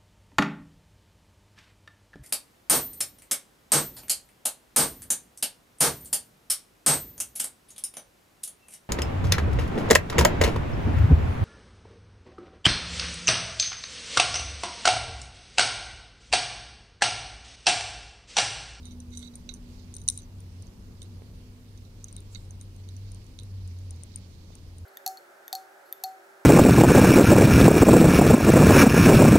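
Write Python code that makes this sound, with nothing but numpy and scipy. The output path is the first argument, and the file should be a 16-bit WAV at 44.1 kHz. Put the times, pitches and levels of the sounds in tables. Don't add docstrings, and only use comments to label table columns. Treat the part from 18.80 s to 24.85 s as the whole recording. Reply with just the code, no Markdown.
import sys
import numpy as np
from scipy import signal
from scipy.fft import rfft, irfft, next_fast_len
from scipy.io import wavfile
from scipy.ndimage import uniform_filter1d, map_coordinates

SR = 44100
rng = np.random.default_rng(int(sys.argv[2]) if len(sys.argv) > 2 else 0)


def linear_from_db(decibels):
    return 10 ** (np.asarray(decibels, float) / 20)


def waveform_to_disk(signal):
    frames = np.transpose(np.atleast_2d(signal))
    scaled = np.clip(frames, -1, 1) * 32767
    samples = np.round(scaled).astype(np.int16)
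    wavfile.write(sys.argv[1], SR, samples)


N = 266805

# (frequency [Hz], level [dB], t60 [s], left-right [dB], left lead [rad])
LOW_MODES = [(1470, -23, 0.072, 1.5, 4.6), (2140, -15, 0.059, -9, 4), (3688, -9, 0.097, -23, 2.5),
             (3921, -3, .07, -19, -9), (4454, -11, .06, -28.5, 4)]
MIDDLE_MODES = [(6080, -4, .04, -14, 9), (5960, -19, 0.096, -38, 3), (6274, -5.5, 0.022, -4, 1),
                (6070, -16, 0.18, -13, -1.5)]
HIGH_MODES = [(9040, -18, .06, 0.057, 0.46), (8920, -16.5, 0.06, 0.037, .4),
              (9230, -11.5, .08, 0.099, 0.58)]
FAMILIES = (LOW_MODES, MIDDLE_MODES, HIGH_MODES)


def unit(x):
    return x / np.sqrt(np.mean(x ** 2) + 1e-20)


def along(points, hz):
    f, v = np.transpose(points)
    return np.interp(np.log(hz + 1), np.log(f + 1), v)


def curves(rows, outside=None):
    s, *cols = np.transpose(rows)
    return np.array([np.interp(np.arange(N) / SR, s, c, outside, outside) for c in cols])


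def wobble(rate_hz):
    knots = rng.standard_normal(int(N * rate_hz / SR) + 4)
    return map_coordinates(knots, [np.arange(N) * rate_hz / SR])


def oscillate(hz):
    return 2 * np.pi * np.cumsum(hz) / SR


def filtered(x, response):
    m = next_fast_len(N + SR // 2)
    return irfft(rfft(x, m) * response(np.fft.rfftfreq(m, 1 / SR)), m)[..., :N]


def sides(pan_db):
    return linear_from_db([np.minimum(pan_db, 0), np.minimum(-np.asarray(pan_db), 0)])


def rush(spectrum, alike, pan, patchy_db):
    z = signal.stft(rng.standard_normal((2, N)), nperseg=512)[2]
    field = uniform_filter1d(rng.standard_normal(z.shape[1:]), 8, 0)
    field = uniform_filter1d(field, 12, 1)
    pair = signal.istft(z * linear_from_db(patchy_db * unit(field)), nperseg=512)[1][:, :N]

    def mid_side(hz):
        turn = np.arccos(np.clip(along(alike, hz), -1, 1)) / 2
        return linear_from_db(along(spectrum, hz)) * [np.cos(turn), np.sin(turn)]

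    mid, side = filtered(pair, mid_side)
    ports = np.array([mid + side, mid - side])
    return unit(filtered(ports, lambda hz: sides(along(pan, hz))))


def struck(hz, db, t60, pan_db, lead, t, attack_s):
    swing = np.exp(np.outer(2j * np.pi * hz - np.log(1000) / t60, t))
    start = linear_from_db(db) * np.exp(1j * rng.uniform(0, 2 * np.pi, len(hz)))
    ports = sides(pan_db) * start * [np.exp(1j * lead), np.ones(len(hz))]
    return (ports @ swing).imag * (1 - np.exp(-(t / attack_s) ** 2))


def traffic():
    # (frequency [Hz], density [dB per Hz])
    spectrum = [(8.8, -34), (15, -6), (38, 5), (93, -3.5), (145, -6.5), (209, -10), (300, -14.5),
                (451, -18.5), (707, -28), (914, -26.5), (1700, -35), (2500, -51.5), (3250, -71.5),
                (5500, -120)]
    # (frequency [Hz], left-right likeness)
    alike = [(60, 0.95), (130, 0.93), (290, .85), (640, .55), (1400, -0.29)]
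    # (frequency [Hz], left-right [dB])
    pan = [(100, 1.3), (400, -0.46), (1300, -1)]
    level_db = -47.5 + 0.74 * wobble(2.956)
    return linear_from_db(level_db) * rush(spectrum, alike, pan, patchy_db=0.83)


def engine():
    # (time [s], frequency [Hz], level [dB])
    order = [(0.0, 84.39, -46), (0.4, 83.6, -44), (0.5, 85, -50.5), (0.86, 85, -55), (0.96, 89.4, -51),
             (1.18, 90.5, -43), (1.31, 94, -45.5), (1.82, 93.1, -43.5), (1.87, 96.53, -53),
             (2.37, 96.2, -45), (2.46, 98.4, -51), (3.96, 94.6, -42.5), (4.21, 95.1, -37.5),
             (4.52, 94.9, -51), (4.77, 92.3, -35.5), (4.9, 90, -36), (5.68, 89.6, -52), (6.05, 87.1, -40.5)]
    hz, db = curves(order)
    phase = oscillate(hz + 2.5 * wobble(14))
    tone = linear_from_db(db + 2 + 2.2 * wobble(16)) * np.array([np.sin(phase - .1), np.sin(phase)])
    octave = linear_from_db(-60 + 3 * wobble(5)) * np.sin(oscillate(188 + 3 * wobble(9)))
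    return tone + octave


def hum():
    # (time [s], level [dB])
    fade = [(0, -49.5), (.15, -45), (.7, -46.5), (1.2, -53), (1.8, -60.5), (2.5, -56.5), (3.0, -53),
            (3.6, -70), (4.6, -58.5), (6.05, -67)]
    level_db = curves(fade)[0] + 1.5 * wobble(11)
    tone = linear_from_db(level_db) * np.sin(oscillate(243 + 1.2 * wobble(8.4)))
    return tone * sides(-2.1)[:, None]


def fur():
    # (time [s], level [dB])
    stroke = [(0.0, -69.5), (0.49, -69.5), (0.77, -70), (1.11, -64.5), (1.28, -66.5), (1.55, -68.5),
              (2.51, -67.5), (2.8, -69.5), (3.47, -67.5), (3.96, -69), (4.41, -65), (4.94, -67),
              (5.34, -63.5), (5.56, -64), (5.85, -66.5), (6.05, -69.5)]
    # (frequency [Hz], density [dB per Hz])
    spectrum = [(1200, -24), (2200, -8.5), (3300, -9.5), (4400, -3), (5500, -6.5), (6800, -11),
                (8000, -21.5), (10000, -33)]
    grain_db = 1.3 * wobble(5) + 1.3 * wobble(70)
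    level_db = curves(stroke)[0] + 2 + grain_db
    return linear_from_db(level_db) * rush(spectrum, [(4000, -.05)], [(4000, -12.5)], patchy_db=1.26)


def hiss():
    # (frequency [Hz], density [dB per Hz])
    spectrum = [(500, -19), (1200, -3), (3000, 3), (6000, -3.5), (9000, -2), (12000, -5.5), (15000, -7)]
    # (frequency [Hz], left-right [dB])
    pan = [(2000, -2), (4500, -9), (8000, 7), (15000, 2.5)]
    return linear_from_db(-65) * rush(spectrum, [(4000, -0.034)], pan, patchy_db=1.4)


def roll():
    # (start [s], end [s], low [dB], middle [dB], high [dB])
    shakes = [
        (.02, .15, -69, -78, -81),
        (.315, .485, -68.5, -75, -81),
        (.54, .61, -83, -75, -79.5),
        (.69, .78, -77, -73, -76),
        (1.14, 1.25, -83, -79, -73),
        (1.28, 1.45, -86, -80, -82),
        (3.33, 3.42, -77, -83, -85),
        (3.55, 3.6, -74, -80, -80),
        (3.8, 3.87, -84, -80.5, -84),
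    ]
    level = sum(linear_from_db(curves([(start, *db), (end, *db)], -150)) for start, end, *db in shakes)
    ticks = (rng.random(N) < 700 / SR) * rng.standard_normal(N)
    ticks = ticks * linear_from_db(5 * wobble(60))
    t = np.arange(SR // 10) / SR
    out = np.zeros((2, N))
    for gain, modes, extra_db, turn_db in zip(level, FAMILIES, (5.5, 5.5, 2.5), (0, 0, 6)):
        hz, db, t60, pan_db, lead = np.transpose(modes)
        murmur = struck(hz, db, .6 * t60, pan_db + turn_db, lead, t, attack_s=.0005)
        push = signal.fftconvolve(ticks[None], murmur, axes=1)[:, :N]
        out += linear_from_db(extra_db) * gain * unit(push)
    return out


def contacts():
    # (time [s], low [dB], middle
    # [dB], high [dB])
    taps = [(.0285, -48, -58, -73), (.0545, -42, -40, -37.5), (.1203, -47.5, -45, -51),
            (.2022, -51, -39, -37), (.3728, -37, -27.5, -33.5), (.4271, -35, -42, -45),
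            (.5371, -49, -56, -61), (.996, -52, -52, -65), (1.1656, -47, -33.5, -27),
            (1.183, -52, -39, -55), (1.2157, -51, -43, -45), (1.2787, -44, -15, -23),
            (1.286, -15, -11, -6.5), (1.388, -45, -39, -41), (2.9748, -52, -51, -51.5),
            (3.0498, -50, -51.5, -74.5), (3.2833, -46, -40.5, -43), (3.3648, -37.5, -37.5, -29.5),
            (3.3755, -45, -65, -60), (3.381, -43, -69, -58), (3.5558, -30.5, -45, -57),
            (4.0885, -39, -41, -43), (4.318, -51, -44.5, -38.5), (4.6331, -49, -47, -42),
            (4.9877, -53, -51, -49), (5.1409, -53, -69, -64), (5.3404, -45, -62, -70),
            (5.3588, -55, -35.5, -22), (5.7527, -58, -44.5, -37)]
    # (time [s], low [dB], middle [dB], high [dB])
    strikes = [(.109, -46, -45, -55), (.5548, -63, -40, -33), (.6907, -25.5, -31.5, -54),
               (.7387, -51, -31.5, -32.5), (1.14, -48, -36, -31), (1.2992, -34, -22, -17),
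               (1.3752, -37.5, -36, -25.5), (2.2182, -37, -41, -35), (3.5477, -31, -34.5, -45.5),
               (3.8117, -49, -40.5, -31.5), (4.5888, -30, -35.5, -41.5)]
    # (time [s], middle [dB], high [dB])
    edge_ticks = [(.3051, -50, -56), (.3777, -37, -32), (.3923, -52, -39), (1.151, -47, -33.5),
                  (1.2376, -50, -49), (1.6036, -48.5, -43), (1.823, -45, -41.5), (1.8688, -45, -53),
                  (2.228, -44.5, -39.5), (3.2425, -27, -30), (3.3268, -47, -34), (3.4044, -51, -39.5),
                  (3.651, -69, -51), (3.7074, -39, -39), (3.9625, -51, -49), (4.1652, -40.5, -46),
                  (4.3461, -46, -39), (4.4651, -50, -55), (4.4425, -53, -52), (4.5976, -46, -42),
                  (4.8764, -48, -38), (5.1074, -39, -32), (5.161, -52, -50), (5.235, -39.5, -27.5),
                  (5.374, -52, -51), (5.385, -62, -51), (5.983, -52, -40)]
    # (start [s], length [s], low [dB], middle [dB], high [dB])
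    rattles = [
        (.3269, .035, -43, -47, -60),
        (.3864, .025, -52, -46, -48),
        (.4122, .065, -45, -53, -59),
        (1.3216, .047, -55, -45, -48),
        (1.394, .04, -64, -52, -60),
    ]
    bounce_s, bounce_scatter_s = .0088, .0012
    first_loss_db, next_loss_db = np.array([11, 18, 15]), 4
    gap_s, scatter_s, scatter_db = .007, .0018, 2.5

    rows = taps + strikes
    for s, middle, high in edge_ticks:
        rows.append((s, max(middle, high) - 22, middle, high))
    for s, *levels in strikes:
        for k in range(3):
            bounce = s + (k + 1) * bounce_s + bounce_scatter_s * rng.standard_normal()
            rows.append((bounce, *(np.array(levels) - first_loss_db - next_loss_db * k)))
    for s, length, *levels in rattles:
        for t in np.arange(0, length, gap_s):
            draw = rng.standard_normal(4)
            rows.append((s + t + scatter_s * draw[0], *(np.array(levels) + scatter_db * draw[1:])))
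    return rows


def tag_ring(family, levels, free, turn_db, t):
    db = levels[family]
    hz, level, t60, pan_db, lead = np.transpose(FAMILIES[family])
    hz = hz * (1 + 0.0035 * rng.standard_normal(len(hz)))
    level = level - max(db + 28, 0) * (hz < 1800)
    level = level + rng.normal(0, 3.5, len(hz))
    glance_db = np.clip(1.3 * (db - levels[2]), -14, 0) * (family == 1)
    x = struck(hz, level, t60 * free, pan_db + turn_db, lead, t, attack_s=0.00071)
    return free * linear_from_db(glance_db) * x * np.exp(-(t / (0.053 * free)) ** 3)


def contact_crack(family, db, turn_db, t):
    # (centre [Hz], scatter [Hz], level [dB], t60 [s], left-right [dB])
    cracks = [
        [(3880, 170, -8, .018, -20), (5100, 500, -19, .007, -17), (3000, 350, -15, .009, -18)],
        [(6150, 240, -6, .012, -16), (7000, 350, -11, .008, -8)],
        [(8400, 500, -6, .007, 2), (7200, 400, -12, .006, -12), (5300, 600, -20, .006, -21),
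         (3200, 700, -27, .006, -22), (9140, 120, 1.5, .014, 0), (10500, 400, -18, .007, -3),
         (11800, 700, -21, .009, -2), (14000, 900, -29, .009, -2)],
    ]
    centre, scatter, level, t60, pan_db = np.repeat(cracks[family], 3, axis=0).T
    level = level - .27 * (db + 32) * (centre > 10000)
    draw = rng.standard_normal((3, len(centre)))
    hz, lead = centre + scatter * draw[0], .4 + 0.34 * draw[2]
    return struck(hz, level + 1.7 * draw[1], t60, pan_db + turn_db, lead, t, attack_s=.00035)


def clinks():
    # (time [s], freedom to ring at -40 dB)
    loose = [(0, .8), (1.4, .78), (1.6, .6), (3.2, .75), (3.85, .75), (4.05, .55), (6.05, .55)]
    # (time [s], high family left-right [dB])
    facing = [(0, 3), (.2, 10), (.42, 8), (.56, 0), (.74, 0), (1.14, 11), (1.28, 3), (1.31, 9), (2, 8),
              (3.2, 13), (4.6, 14), (6.05, 11)]
    choke_per_db = .014
    t, crack_n = np.arange(SR // 11) / SR, SR // 40
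    out = np.zeros((2, N + SR))
    for s, *levels in contacts():
        free = np.interp(s, *np.transpose(loose)) - choke_per_db * (max(levels) + 40)
        free = np.clip(free, .42, 1)
        swing_db = np.interp(s, *np.transpose(facing)) + 2.5 * rng.standard_normal()
        for family, db in enumerate(levels):
            turn_db = swing_db * (family == 2)
            x = tag_ring(family, levels, free, turn_db, t)
            x[:, :crack_n] += contact_crack(family, db, turn_db, t[:crack_n])
            out[:, round(s * SR):][:, :len(t)] += linear_from_db(db) * x / np.abs(x).max()
    return out[:, :N]


def strap():
    # (start [s], rise [s], fall [s], peak [dB])
    drags = [
        (.3, .07, .13, -57),
        (.85, .04, .14, -67),
        (1.275, .008, .15, -52),
        (3.49, .04, .14, -60),
    ]
    # (frequency [Hz], density [dB per Hz])
    spectrum = [(2500, -30), (4000, -9.5), (6500, -3.5), (7800, -1), (9500, -7.5), (11500, -12),
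                (14000, -21.5)]
    rise_db, fall_db = 20, 24
    level = np.zeros(N)
    for s, rise, fall, db in drags:
        peak = s + rise
        pull = [(s, db - rise_db), (peak, db), (peak + .6 * fall, db - .3 * fall_db), (peak + fall, db - fall_db)]
        level += linear_from_db(curves(pull, -150)[0])
    pan = [(4000, -12), (6500, -6), (8000, 3)]
    return level * linear_from_db(1.9 * wobble(220)) * rush(spectrum, [(4000, .3)], pan, patchy_db=2.5)


def touches():
    # (time [s], peak [dB], frequency [Hz], left-right [dB])
    pats = [
        (2.42, -34.5, 420, -22),
        (2.4205, -41, 2223, -8),
        (5.704, -34.5, 600, -22),
        (1.286, -38, 1100, -3),
        (5.76, -45, 900, -3),
    ]
    out, t = np.zeros((2, N + SR)), np.arange(SR // 30) / SR
    for s, db, hz, pan_db in pats:
        pat = linear_from_db(db - 60 * t / (5 / hz)) * np.sin(2 * np.pi * hz * t)
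        out[:, round(s * SR):][:, :len(t)] += sides(pan_db)[:, None] * pat
    return out[:, :N]


def whine():
    fade_db = curves([(3.05, -105), (3.15, -80), (3.55, -81), (3.7, -105)], -150)[0]
    tone = linear_from_db(fade_db + 3 * wobble(18)) * np.sin(oscillate(14050 + 40 * wobble(30)))
    return tone * sides(5.4)[:, None]


def scene():
    surroundings = traffic() + engine() + hum() + hiss() + whine()
    hand = fur() + touches()
    collar = roll() + clinks() + strap()
    return surroundings + hand + collar


def low_pass(x):
    return signal.sosfilt(signal.butter(12, 16360, fs=SR, output="sos"), x)


def record(dry):
    mix = filtered(dry, lambda hz: hz < 15620)
    return low_pass(mix)


dry = scene()
out = record(dry)
waveform_to_disk(out)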